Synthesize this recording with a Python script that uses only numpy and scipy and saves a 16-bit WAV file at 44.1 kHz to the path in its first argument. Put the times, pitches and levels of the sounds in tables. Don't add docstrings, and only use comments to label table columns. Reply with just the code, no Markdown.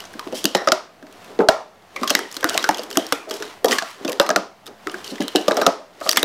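import sys
import numpy as np
from scipy import signal
from scipy.fft import rfft, irfft
from scipy.io import wavfile
from scipy.ndimage import uniform_filter1d

SR = 44100
rng = np.random.default_rng(int(sys.argv[2]) if len(sys.argv) > 2 else 0)


def store_pcm(level_fs):
    pcm = np.round(np.clip(level_fs, -1, 1) * 32767).astype(np.int16)
    wavfile.write(sys.argv[1], SR, np.atleast_2d(pcm).T)


def undo_db(level):
    steps = np.asarray(level, float) / 20
    return 10 ** steps


N = 275184

# (frequency [Hz], level [dB per Hz])
ROOM_NOISE = [(15, -6), (25, -24), (108, 5), (134, -2.5), (195, 8), (326, -11.5), (714, 8), (863, 2),
              (2280, -7), (9570, -23), (16000, -23)]
# (frequency [Hz], level [dB per Hz])
SCRAPE_COLOUR = [(590, -4.5), (1000, 12), (1610, 7.5), (1910, 7.5), (2390, 4), (2940, 5.5), (5500, 0),
                 (8360, -6.5), (16000, -16.5)]
# (frequency [Hz], level [dB per Hz])
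RUMBLE_COLOUR = [(71, -49), (120, -24.5), (270, -7.5), (326, -7.5), (399, -5), (2000, -29), (2600, -68),
                 (4400, -120)]
# (frequency [Hz], time to fall 60 dB [s])
ROOM_DECAY = [(300, .33), (700, .37), (1600, .36), (3400, .36), (6500, .34), (12000, .2)]
# (frequency [Hz], level [dB])
WALL_MODES = [(1240, -10), (1850, -26), (2930, -9.5), (3820, -12), (5300, -26)]
# (frequency [Hz], level [dB])
TABLE_MODES = [(204, 4.5), (290, 4), (360, -9), (450, -6.5), (614, 1), (720, -12.5)]

# (middle [s], level [dB], spread [s])
HAND_BRUSHES = [(0, -45, 0.046), (.3, -46.5, 0.2), (.6, -49.5, 0.11), (1.25, -49, 0.1), (1.5, -58, 0.11),
                (2.02, -42, 0.034), (2.3, -45.5, 0.21), (2.55, -34.5, 0.069), (2.75, -39, 0.094),
                (3.1, -41.5, 0.096), (3.45, -41, 0.08), (3.87, -39, 0.053), (4.1, -44, 0.087),
                (4.97, -43, 0.086), (5.15, -67, 0.065), (5.4, -42, 0.19), (5.6, -38, 0.034),
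                (6.08, -48, 0.078)]
# (middle [s], level [dB], spread [s])
MAT_DRAGS = [(.25, -50, 0.23), (.65, -45, 0.12), (1.14, -54, 0.08), (1.325, -42, 0.037), (1.6, -61, 0.24),
             (2.03, -40, 0.043), (2.18, -31.5, 0.05), (2.56, -36, 0.11), (2.88, -38, 0.13),
             (3.34, -42.5, 0.11), (3.715, -23, 0.035), (4.1, -35.5, 0.067), (4.32, -33, 0.08),
             (4.7, -40.5, 0.021), (5.12, -46.5, 0.15), (5.6, -26.5, 0.077), (6.05, -60, 0.16),
             (6.24, -36, 0.11)]
# (start [s], end [s], level [dB], wall pitch [Hz])
CUP_SLIDES = [(0.34, 0.399, -35, 3010), (2.107, 2.115, -29.5, 3200), (2.49, 2.59, -44, 2860),
              (2.906, 3.006, -46.5, 3020), (3.311, 3.378, -41, 3020), (5.35, 5.433, -48, 2870),
              (3.68, 3.772, -35, 1890), (5.043, 5.127, -44.5, 2840), (6.023, 6.073, -39.5, 4160),
              (6.131, 6.134, -26, 5040)]
# (time [s], peak [dB], pitch [Hz])
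GRAZES = [(0.57, -29, 3930), (.7797, -56, 4160), (1.126, -40.5, 3160), (1.244, -42, 2540),
          (1.5779, -53, 2740), (1.955, -53, 2650), (2.3252, -30, 6440), (2.352, -35, 2950),
          (2.3601, -37, 4950), (2.408, -30, 3170), (2.533, -28, 4500), (2.673, -35, 3300),
          (2.7093, -29, 5310), (2.903, -31, 4580), (2.9483, -41, 2730), (2.955, -33, 3180),
          (3.0281, -48, 3120), (3.0884, -39, 6500), (3.29, -40, 4500), (3.2965, -31, 4370),
          (3.3396, -28, 5470), (3.4023, -37, 5600), (3.453, -41, 2710), (3.9044, -42, 2600),
          (4.095, -24, 3030), (4.2294, -33, 5000), (4.6589, -43, 3600), (4.9162, -34, 3120),
          (5.06, -46, 4080), (5.067, -37, 3040), (5.107, -38, 4150), (5.223, -26.5, 5800),
          (5.2346, -36, 3070), (5.367, -24, 5000), (5.3932, -38, 4800), (5.544, -34, 5310),
          (6.0029, -40, 4490), (6.0827, -37, 4960), (6.1236, -19, 4770), (6.193, -27, 5000),
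          (3.722, -30, 4770), (3.731, -21, 3300), (3.735, -22, 5200), (6.074, -34, 3100),
          (6.1768, -24, 2940), (0.133, -43, 9000)]
# (time [s], pitch [Hz], level [dB], time to fall 60 dB [s])
WALL_SHIVERS = [(.194, 1040, -38, 0.26), (0.55, 1900, -29.5, 0.44), (.674, 1310, -23, 0.071),
                (.72, 1240, -29, 0.32), (.72, 2040, -57, 0.25), (1.405, 1260, -27, 0.18),
                (1.405, 602, -8.5, 0.077), (2.442, 1800, -17, 0.032), (4.363, 1310, -35, 0.43),
                (1.487, 744, -23, 0.44), (1.487, 965, -30, 0.22), (1.961, 2170, -24.5, 0.092),
                (2.032, 1110, -28, 0.38), (2.151, 1930, -35, 0.63), (2.151, 900, -36, 0.58),
                (2.443, 1480, -28, 0.33), (2.497, 683, -35.5, 0.41), (2.497, 1470, -31, .3),
                (2.577, 1120, -30, 0.14), (2.577, 1990, -36, 0.33), (2.641, 1464, -21, 0.19),
                (2.69, 853, -20.5, 0.17), (2.689, 1840, -38, .3), (2.745, 830, -36, 0.17),
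                (3.729, 1127, -27.5, 0.4), (3.784, 1135, -31, 0.27), (4.088, 1780, -40, .3),
                (4.87, 1220, -34.5, 0.32), (5.358, 1650, -30.5, 0.17), (5.616, 1250, -27, 0.54),
                (5.665, 1236, -24, 0.21), (6.013, 1250, -35, 0.22), (6.081, 1440, -24, 0.071),
                (6.13, 1870, -38, .3), (6.173, 2100, -38, 0.18),
                (0.456, 3080, -36, 0.41), (0.454, 4440, -39, 0.27), (.549, 3260, -39, 0.35),
                     (0.547, 3930, -33.5, 0.33), (0.548, 5370, -36, 0.42), (.68, 5050, -29, 0.073),
                     (.72, 5200, -34, 0.18), (5.664, 5200, -42, .3), (1.487, 5200, -48, .3),
                     (2.075, 3200, -42, 0.18), (2.076, 3840, -32, .2), (2.076, 6270, -36, 0.22),
                     (2.106, 4130, -29, 0.13), (2.153, 3100, -36, .3), (2.152, 5430, -36, 0.1),
                     (2.192, 3120, -41, 0.33), (2.545, 3000, -28, 0.062), (2.576, 3870, -29, 0.24),
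                     (2.69, 5400, -36, 0.18), (2.796, 2920, -39, 0.12), (2.972, 3200, -34, 0.43),
                     (2.972, 3800, -45, 0.36), (3.125, 2420, -36, 0.42), (3.123, 3430, -31, 0.19),
                     (3.425, 3840, -41, 0.25), (3.728, 3080, -26.5, 0.21), (4.198, 2790, -29, 0.098),
                     (4.199, 5100, -32, 0.18), (4.265, 4100, -43, 0.34), (5.044, 4140, -47, .3),
                     (5.06, 2900, -45, 0.45), (5.078, 4730, -46, .1), (5.1, 4200, -37.5, 0.1),
                     (5.1, 5630, -46, 0.18), (5.157, 3280, -44, 0.31), (5.203, 3940, -38.5, 0.34),
                     (5.204, 3020, -32, 0.26), (5.281, 3060, -34, .15), (5.357, 2910, -26, 0.22),
                     (5.358, 3970, -17.5, 0.063), (5.511, 3880, -35, .2), (5.571, 2800, -46, .2),
                     (5.614, 3925, -36, 0.24), (5.615, 5530, -34, 0.2), (6.035, 4040, -43, .1),
                     (6.063, 2900, -46, 0.32), (6.063, 5300, -44, .3), (6.172, 3350, -11, 0.047),
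                     (6.173, 4950, -41, 0.14)]

# (time [s], peak [dB], air pitch [Hz], time to fall 60 dB [s])
MAT_LANDINGS = [(0.153, -25, 245, 0.022), (0.4455, -13, 320, 0.04), (1.408, -10.5, 405, 0.035),
                (2.1072, -14.5, 587, 0.03), (2.1502, -23.5, 740, 0.018), (2.6907, -10.5, 790, 0.025),
                (2.7932, -23, 527, 0.029), (3.1237, -16.5, 468, 0.03), (4.0118, -29.5, 282, 0.02),
                (4.3608, -11, 595, 0.041), (4.8668, -23, 359, 0.089), (4.9363, -25, 352, 0.069),
                (5.1198, -23.5, 266, 0.045), (5.2025, -11, 281, 0.06), (5.3516, -6.5, 355, 0.026),
                (5.3819, -22.5, 360, 0.04), (6.171, -16, 810, 0.03)]
# (time [s], peak [dB], air pitch [Hz], time to fall 60 dB [s])
STACK_LANDINGS = [(0.2667, -21, 328, 0.028), (0.3255, -18, 254, 0.049), (0.5506, -7.5, 652, 0.016),
                  (1.0238, -35, 288, 0.11), (1.3915, -5, 420, 0.07), (2.3673, -30.5, 308, 0.031),
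                  (2.97, -9.5, 338, 0.032), (3.6462, -5, 496, 0.023), (3.8207, -23, 672, 0.068),
                  (4.0494, -15, 298, 0.055), (4.0846, -18, 524, 0.072), (4.2914, -16.5, 600, 0.029),
                  (4.3039, -11.5, 626, 0.035), (5.092, -33.5, 402, 0.12), (5.482, -4.5, 560, 0.017),
                  (5.6658, -6, 553, 0.033), (5.7844, -35.5, 588, 0.15)]
# (time [s], peak [dB], air pitch [Hz], time to fall 60 dB [s])
HIGH_LANDINGS = [(0.6141, -26, 690, 0.05), (0.6745, -10, 558, 0.05), (0.7204, -12, 617, 0.042),
                 (1.4881, -2, 665, 0.024), (1.9591, -34.5, 535, 0.12), (2.017, -18.5, 253, 0.07),
                 (2.4303, -22.5, 510, 0.066), (2.4426, -18, 320, 0.067), (2.5497, -17, 663, 0.05),
                 (3.2714, -31, 635, 0.11), (3.3104, -22.5, 416, 0.095), (3.4052, -25.5, 420, 0.13),
                 (4.201, -5.5, 625, 0.015), (5.511, -11.5, 590, 0.032), (5.5731, -13, 593, 0.044),
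                 (5.616, -13, 600, 0.021), (6.014, -23.5, 602, 0.053), (6.031, -42, 600, 0.052),
                 (6.0587, -20.5, 641, 0.22), (6.2312, -14.5, 345, 0.015)]
# (table, deep share [dB])
LANDING_KINDS = [(MAT_LANDINGS, 7.2), (STACK_LANDINGS, -6), (HIGH_LANDINGS, -37)]

# (time [s], peak [dB], loudest wall pitch [Hz], mid share [dB])
RIM_SNAPS = [(0.4415, -17, 3400, -24), (2.013, -38, 1200, -9), (2.0423, -33, 1110, 10),
             (2.1049, -15, 2780, 11), (2.191, -22.5, 1740, 7), (2.4426, -12, 1705, 7),
             (2.4947, -16.5, 2950, 1), (2.6894, -16, 1730, 3.5), (2.7716, -29, 3170, -23),
             (2.9716, -7.5, 3060, 11), (3.066, -30, 5540, -1), (4.0882, -28.5, 3100, -2),
             (4.2909, -19.5, 1260, 7.5), (5.2805, -23.5, 4240, 11), (5.51, -26.5, 1620, 11.5),
             (6.0919, -8.5, 4780, 9.5), (6.1078, -24, 5540, -23), (6.1128, -16, 5800, -9),
             (6.13, -22, 4700, 19.5), (6.229, -12.5, 3880, 13.5)]
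# (time [s], peak [dB], loudest wall pitch [Hz], mid share [dB])
ROUND_TICKS = [(0.4537, -6.5, 2920, -0.5), (0.0029, -27.5, 3020, -17), (0.1935, -26, 1170, 2.5),
               (1.4038, -44.5, 1550, 22.5), (1.493, -23, 1500, -13), (2.1027, -10.5, 3250, 9),
               (2.1505, -4.5, 1974, -1), (2.5762, -8.5, 1980, -4), (2.9115, -27, 3430, 13),
               (4.129, -23.5, 1730, -6), (4.198, -9.5, 4100, 17), (4.3106, -29, 1600, 6),
               (4.8705, -26, 1325, 6.5), (5.077, -32.5, 4550, -15), (5.3577, -10, 3000, 5.5),
               (6.1736, -16.5, 2040, 11.5), (6.193, -22, 2840, 5)]
# (time [s], peak [dB], loudest wall pitch [Hz], mid share [dB])
BRIGHT_RAPS = [(2.3136, -37.5, 5560, 7), (2.3421, -33, 1230, -2), (2.366, -26.5, 4300, 14.5),
               (2.8327, -33.5, 3320, -6), (3.1228, -15.5, 1370, 7.5), (3.6442, -17, 3350, 14),
               (3.656, -26, 5560, -24), (4.1183, -28, 1780, -10), (4.2125, -26, 1560, 4),
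               (4.665, -37, 3820, 13), (4.9417, -39, 1600, 17), (6.0621, -42.5, 1240, 22.5),
               (6.1707, -10, 2090, -4)]
# (time [s], peak [dB], loudest wall pitch [Hz], mid share [dB])
STACK_KNOCKS = [(0.1377, -41, 1600, 4), (0.3246, -33, 2830, 2), (0.6733, -19, 1280, 9),
                (0.7188, -8.5, 1400, 0.5), (1.0257, -46.5, 1590, 5), (1.0672, -46.5, 1560, 1),
                (1.486, -8, 1560, 1.5), (2.428, -30, 1530, 9), (2.502, -27, 980, -13),
                (2.6261, -24, 3320, -21), (2.641, -17, 1440, 1), (2.7445, -24.5, 3400, -13.7),
                (2.927, -27.5, 3080, -3), (3.7265, -19, 1930, 6.5), (3.8225, -26, 1540, 1),
                (4.0778, -24.5, 2580, -7), (4.3602, -11, 1380, 3), (5.1557, -35.5, 1760, -3),
                (5.412, -32, 2880, -3), (5.6644, -8, 1296, 0), (6.0729, -28, 1260, 3)]
# (time [s], peak [dB], loudest wall pitch [Hz], mid share [dB])
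SKIDS = [(0.052, -39.5, 6150, -9), (0.548, -16, 1870, -3), (1.9608, -31.5, 1160, 5.5),
         (2.0315, -23.5, 1200, 9.5), (2.0752, -18, 3360, 9), (2.096, -21.5, 5440, 15),
         (2.5417, -24, 3000, 5), (2.7815, -26, 3040, -11), (2.9547, -39.5, 2760, 28),
         (3.3086, -22.5, 3300, 12), (3.4228, -27, 1520, 2), (3.6823, -21, 1260, -19),
         (3.7096, -17, 1820, -9), (3.7174, -16.5, 3030, 13), (3.7835, -17.5, 1700, 3),
         (4.0476, -28, 3580, 13), (4.2628, -28.5, 1320, 4), (4.6738, -36, 1270, -4),
         (5.0432, -29.5, 3170, -13), (5.1803, -44, 1960, 11), (5.2048, -26, 860, 1.5),
         (5.2155, -33, 1720, 6.5), (5.4803, -17, 1020, -2), (5.5684, -19, 1370, -1.5),
         (5.6143, -20.5, 1570, 0.5), (6.0102, -37.5, 1420, 6.5), (6.1597, -22.5, 1900, -5)]
# (time [s], peak [dB], loudest wall pitch [Hz], mid share [dB])
HAND_MUTED = [(0.6818, -24, 1450, 7), (1.3897, -29, 1980, -5), (2.4897, -22, 4700, 15),
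              (2.7933, -29, 5000, -7), (4.3028, -14.5, 1640, -0.5), (4.896, -28, 2900, 12),
              (0.686, -14, 1310, -2), (5.3513, -25, 3000, 11), (5.5185, -19.5, 990, -0.5),
              (6.09, -19, 5160, 12)]
# (table, top share [dB], contact length [ms])
CONTACT_KINDS = [(RIM_SNAPS, -4.5, 0.73), (ROUND_TICKS, -9.5, 1), (BRIGHT_RAPS, -4, 2.86),
                 (STACK_KNOCKS, -13.5, 2.35), (SKIDS, -12, 4.3), (HAND_MUTED, -36, 1)]

LN1000 = np.log(1000)
SPOTS = 5


def add(out, x, s):
    i = int(s * SR)
    out[i:i + len(x)] += x[:len(out) - i]


def unit(x):
    return x / np.sqrt(np.mean(x ** 2))


def peak(x, db, size=88):
    return x * undo_db(db) / np.sqrt(uniform_filter1d(x ** 2, size).max())


def seconds(length_s):
    return np.arange(int(length_s * SR)) / SR


def band(x, lo_hz, hi_hz, order=3):
    edges = [lo_hz, min(hi_hz, .45 * SR)]
    return signal.sosfilt(signal.butter(order, edges, "band", fs=SR, output="sos"), x)


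def colour(x, points):
    hz, db = np.transpose(points)
    f = np.arange(N // 2 + 1) * SR / N + 1
    gain = undo_db(np.interp(np.log(f), np.log(hz), db))
    return unit(irfft(rfft(x) * gain, N))


def ring(t, hz, db, t60):
    notes = np.sin(2 * np.pi * np.outer(hz, t))
    return undo_db(db) @ (notes * np.exp(-LN1000 * t / t60[:, None]))


def room_noise(loud):
    memory_s = .12
    step = 1 / (memory_s * SR)
    memory = signal.lfilter([step], [1, step - 1], loud ** 2)
    duck = (1 + memory / undo_db(-65)) ** -.36
    noise = colour(rng.standard_normal(N), ROOM_NOISE) * undo_db(-46.5)
    offset = undo_db(-61)
    return (noise + offset) * duck


def room(x):
    t = seconds(.5)
    echo = np.zeros(len(t))
    for f, t60 in ROOM_DECAY:
        noise = band(rng.standard_normal(len(t)), f / 1.42, f * 1.62, order=2)
        echo += noise * np.exp(-LN1000 * t / t60)
    echo = echo * np.clip((t - .004) / 0.011, 0, 1)
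    return signal.fftconvolve(x, echo / np.sqrt(np.sum(echo ** 2)))[:N]


def chatter(rate_hz, spread_db, steady):
    knocks = (rng.random(N) < rate_hz / SR) * undo_db(spread_db * rng.standard_normal(N))
    strength = signal.lfilter([1], [1, -.98], knocks) + steady
    return unit(strength * colour(rng.standard_normal(N), SCRAPE_COLOUR))


def swells(table, rest_db):
    t = np.arange(N) / SR
    return undo_db(rest_db) + sum(undo_db(db) * np.exp(-.5 * ((t - s) / spread) ** 2) for s, db, spread in table)


def rubbing():
    rumble = colour(rng.standard_normal(N), RUMBLE_COLOUR)
    rustle = chatter(200, spread_db=5, steady=1.8)
    return rustle * swells(HAND_BRUSHES, -62.5) + rumble * swells(MAT_DRAGS, -63)


def slides():
    out, grain = np.zeros(N), chatter(400, spread_db=3, steady=1.5)
    for s, end, db, pitch in CUP_SLIDES:
        part = band(grain[int(s * SR):int(end * SR)], pitch / 1.25, 16500, order=2)
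        part = part + 3.3 * np.gradient(part)
        phase = 2 * np.pi * np.cumsum(pitch * np.linspace(1, 1.12, len(part))) / SR
        flutter = unit(band(rng.standard_normal(len(part)), 3.3, 68, order=1))
        song = 0.6 * np.sin(phase) + .3 * np.sin(1.7 * phase)
        part = part + (1 + flutter) * song
        shape = signal.windows.tukey(len(part), .3) * np.linspace(.6, 1, len(part))
        add(out, undo_db(db) * part * shape, s)
    return out


def grazes():
    out, t = np.zeros(N), seconds(.02)
    for s, db, hz in GRAZES:
        noise = rng.standard_normal(len(t)) * np.exp(-t / 0.00285)
        tone = peak(band(noise, hz / 1.05, hz * 1.05, order=1), -7)
        crack = peak(band(noise, 1700, 8500, order=1), -2)
        add(out, peak(crack + tone, db + .3), s)
    return out


def shivers():
    out, t = np.zeros(N), seconds(.27)
    rise = 1 - np.exp(-t / 0.0014)
    fade_out = np.cos(np.pi / 2 * t / t[-1])
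    for s, hz, db, t60 in WALL_SHIVERS:
        half_hz = 135 * (hz / 1000) ** 0.73 / 2
        noise = rng.standard_normal(2 * len(t))
        mode = unit(band(noise, hz - half_hz, hz + half_hz, order=2)[len(t):])
        add(out, undo_db(db) * mode * rise * np.exp(-LN1000 * t / t60) * fade_out, s)
    unsteady_db = 3.5 * unit(band(rng.standard_normal(N), 15, 120, order=1))
    return out * undo_db(unsteady_db)


def thuds():
    out, far, t = np.zeros(N), np.zeros((SPOTS, N)), seconds(.25)
    click = 1. * (t == 0)
    hz, db = np.transpose(TABLE_MODES)
    rows = sorted((*row, deep_db) for table, deep_db in LANDING_KINDS for row in table)
    chance = rng.standard_normal((len(rows), 2, len(hz)))
    for k, ((s, top_db, pitch, decay, deep_db), (tune, place)) in enumerate(zip(rows, chance)):
        decay = np.clip(decay, .013, .12)
        air = ring(t, pitch * np.array([1, 1.09, 2.03]), np.array([0, -6., -12]), decay * np.array([1, .7, 1.2]))
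        deep = np.where(hz < 330, deep_db + 0.5, 0)
        table = ring(t, hz * (1 + 0.047 * tune), db + deep + 3 * place, np.full(len(hz), .09))
        push = 0.089 * rng.standard_normal(len(t)) * np.exp(-t / (0.34 * decay))
        push[0] = 1
        body = signal.fftconvolve(peak(air, 0.072) + peak(table, -5.5), push)[:len(t)]
        body = peak(body * (1 - np.exp(-t / 0.0013)), top_db - .3)
        add(out, body, s - .001)
        knock = peak(band(click, pitch / 1.5, pitch * 2), top_db + 2)
        add(far[k % SPOTS], 0.4 * body + knock, s)
    return out, far


def registers(x, mid_db, top_db):
    mid = peak(band(x, 1050, 2030), mid_db - 19.0)
    upper = peak(band(x, 2580, 5920), -0.95)
    top = peak(band(x, 7220, 14100), top_db - .3)
    return mid + upper + top


def clacks():
    out, far, t = np.zeros(N), np.zeros((SPOTS, N)), seconds(.1)
    click = 1. * (t == 0)
    hz, db = np.transpose(WALL_MODES)
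    rows = []
    for table, share_db, ms in CONTACT_KINDS:
        for row in table:
            rows.append((*row, share_db + max(row[3] - 18, 0), ms))
    rows.sort()
    chance = rng.standard_normal((len(rows), 2, len(hz)))
    for k, ((s, peak_db, pitch, mid_db, hiss_db, ms), (tune, hold)) in enumerate(zip(rows, chance)):
        fade = np.exp(-t / np.clip(ms * 0.0011, .0003, .008))
        contact = rng.standard_normal(len(t)) * (fade + 0.048 * np.exp(-t / 0.0071))
        near_db = db + 3 * hold - 14 * np.abs(np.log2(hz / pitch))
        all_hz = np.append(hz, pitch)
        t60 = np.append(np.full(len(hz), 0.066), .018) * np.minimum(1, 1900 / all_hz) ** .65
        walls = ring(t, np.append(hz * (1 + tune / 50), pitch), np.append(near_db, 9), t60)
        walls = signal.fftconvolve(walls, contact)[:len(t)]
        low_db = mid_db if pitch < 2400 else 0
        hit = peak(walls, -2.0 + low_db)
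        add(out, (hit + registers(contact, mid_db, hiss_db)) * undo_db(peak_db + 2.0), s + .0005)
        body_t60 = np.append(np.full(len(hz), .03), .01)
        body = peak(ring(t, all_hz, np.append(near_db, 0), body_t60), -3 + low_db)
        smooth = np.sqrt(ms) * (body + registers(click, mid_db + 6.5, hiss_db))
        add(far[k % SPOTS], smooth * undo_db(peak_db), s)
    return out, far


def scene():
    rims, rims_far = clacks()
    landings, landings_far = thuds()
    sliding = slides()
    sent = undo_db(-14.5) * rims_far + undo_db(-9.5) * landings_far + undo_db(-12.5) * sliding
    echoes = sum(room(spot) for spot in sent)
    cups = rims + landings + sliding + echoes + rubbing()
    cups = signal.sosfilt(signal.butter(4, 223.7, "high", fs=SR, output="sos"), cups)
    hush = room_noise(cups)
    small = shivers() + grazes()
    return (cups + hush + small + undo_db(-17.0) * room(small))[None]


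def roll_off(x):
    return signal.sosfilt(signal.butter(12, 15850, fs=SR, output="sos"), x)


def record(dry):
    dry = signal.sosfilt(signal.butter(12, 15850, fs=SR, output="sos"), dry)
    bent = dry * undo_db(0.07) - undo_db(-21) * np.clip(dry, -1, 1) ** 4
    mix = np.clip(bent, -1, 1)
    return roll_off(mix)


dry = scene()
out = record(dry)
store_pcm(out)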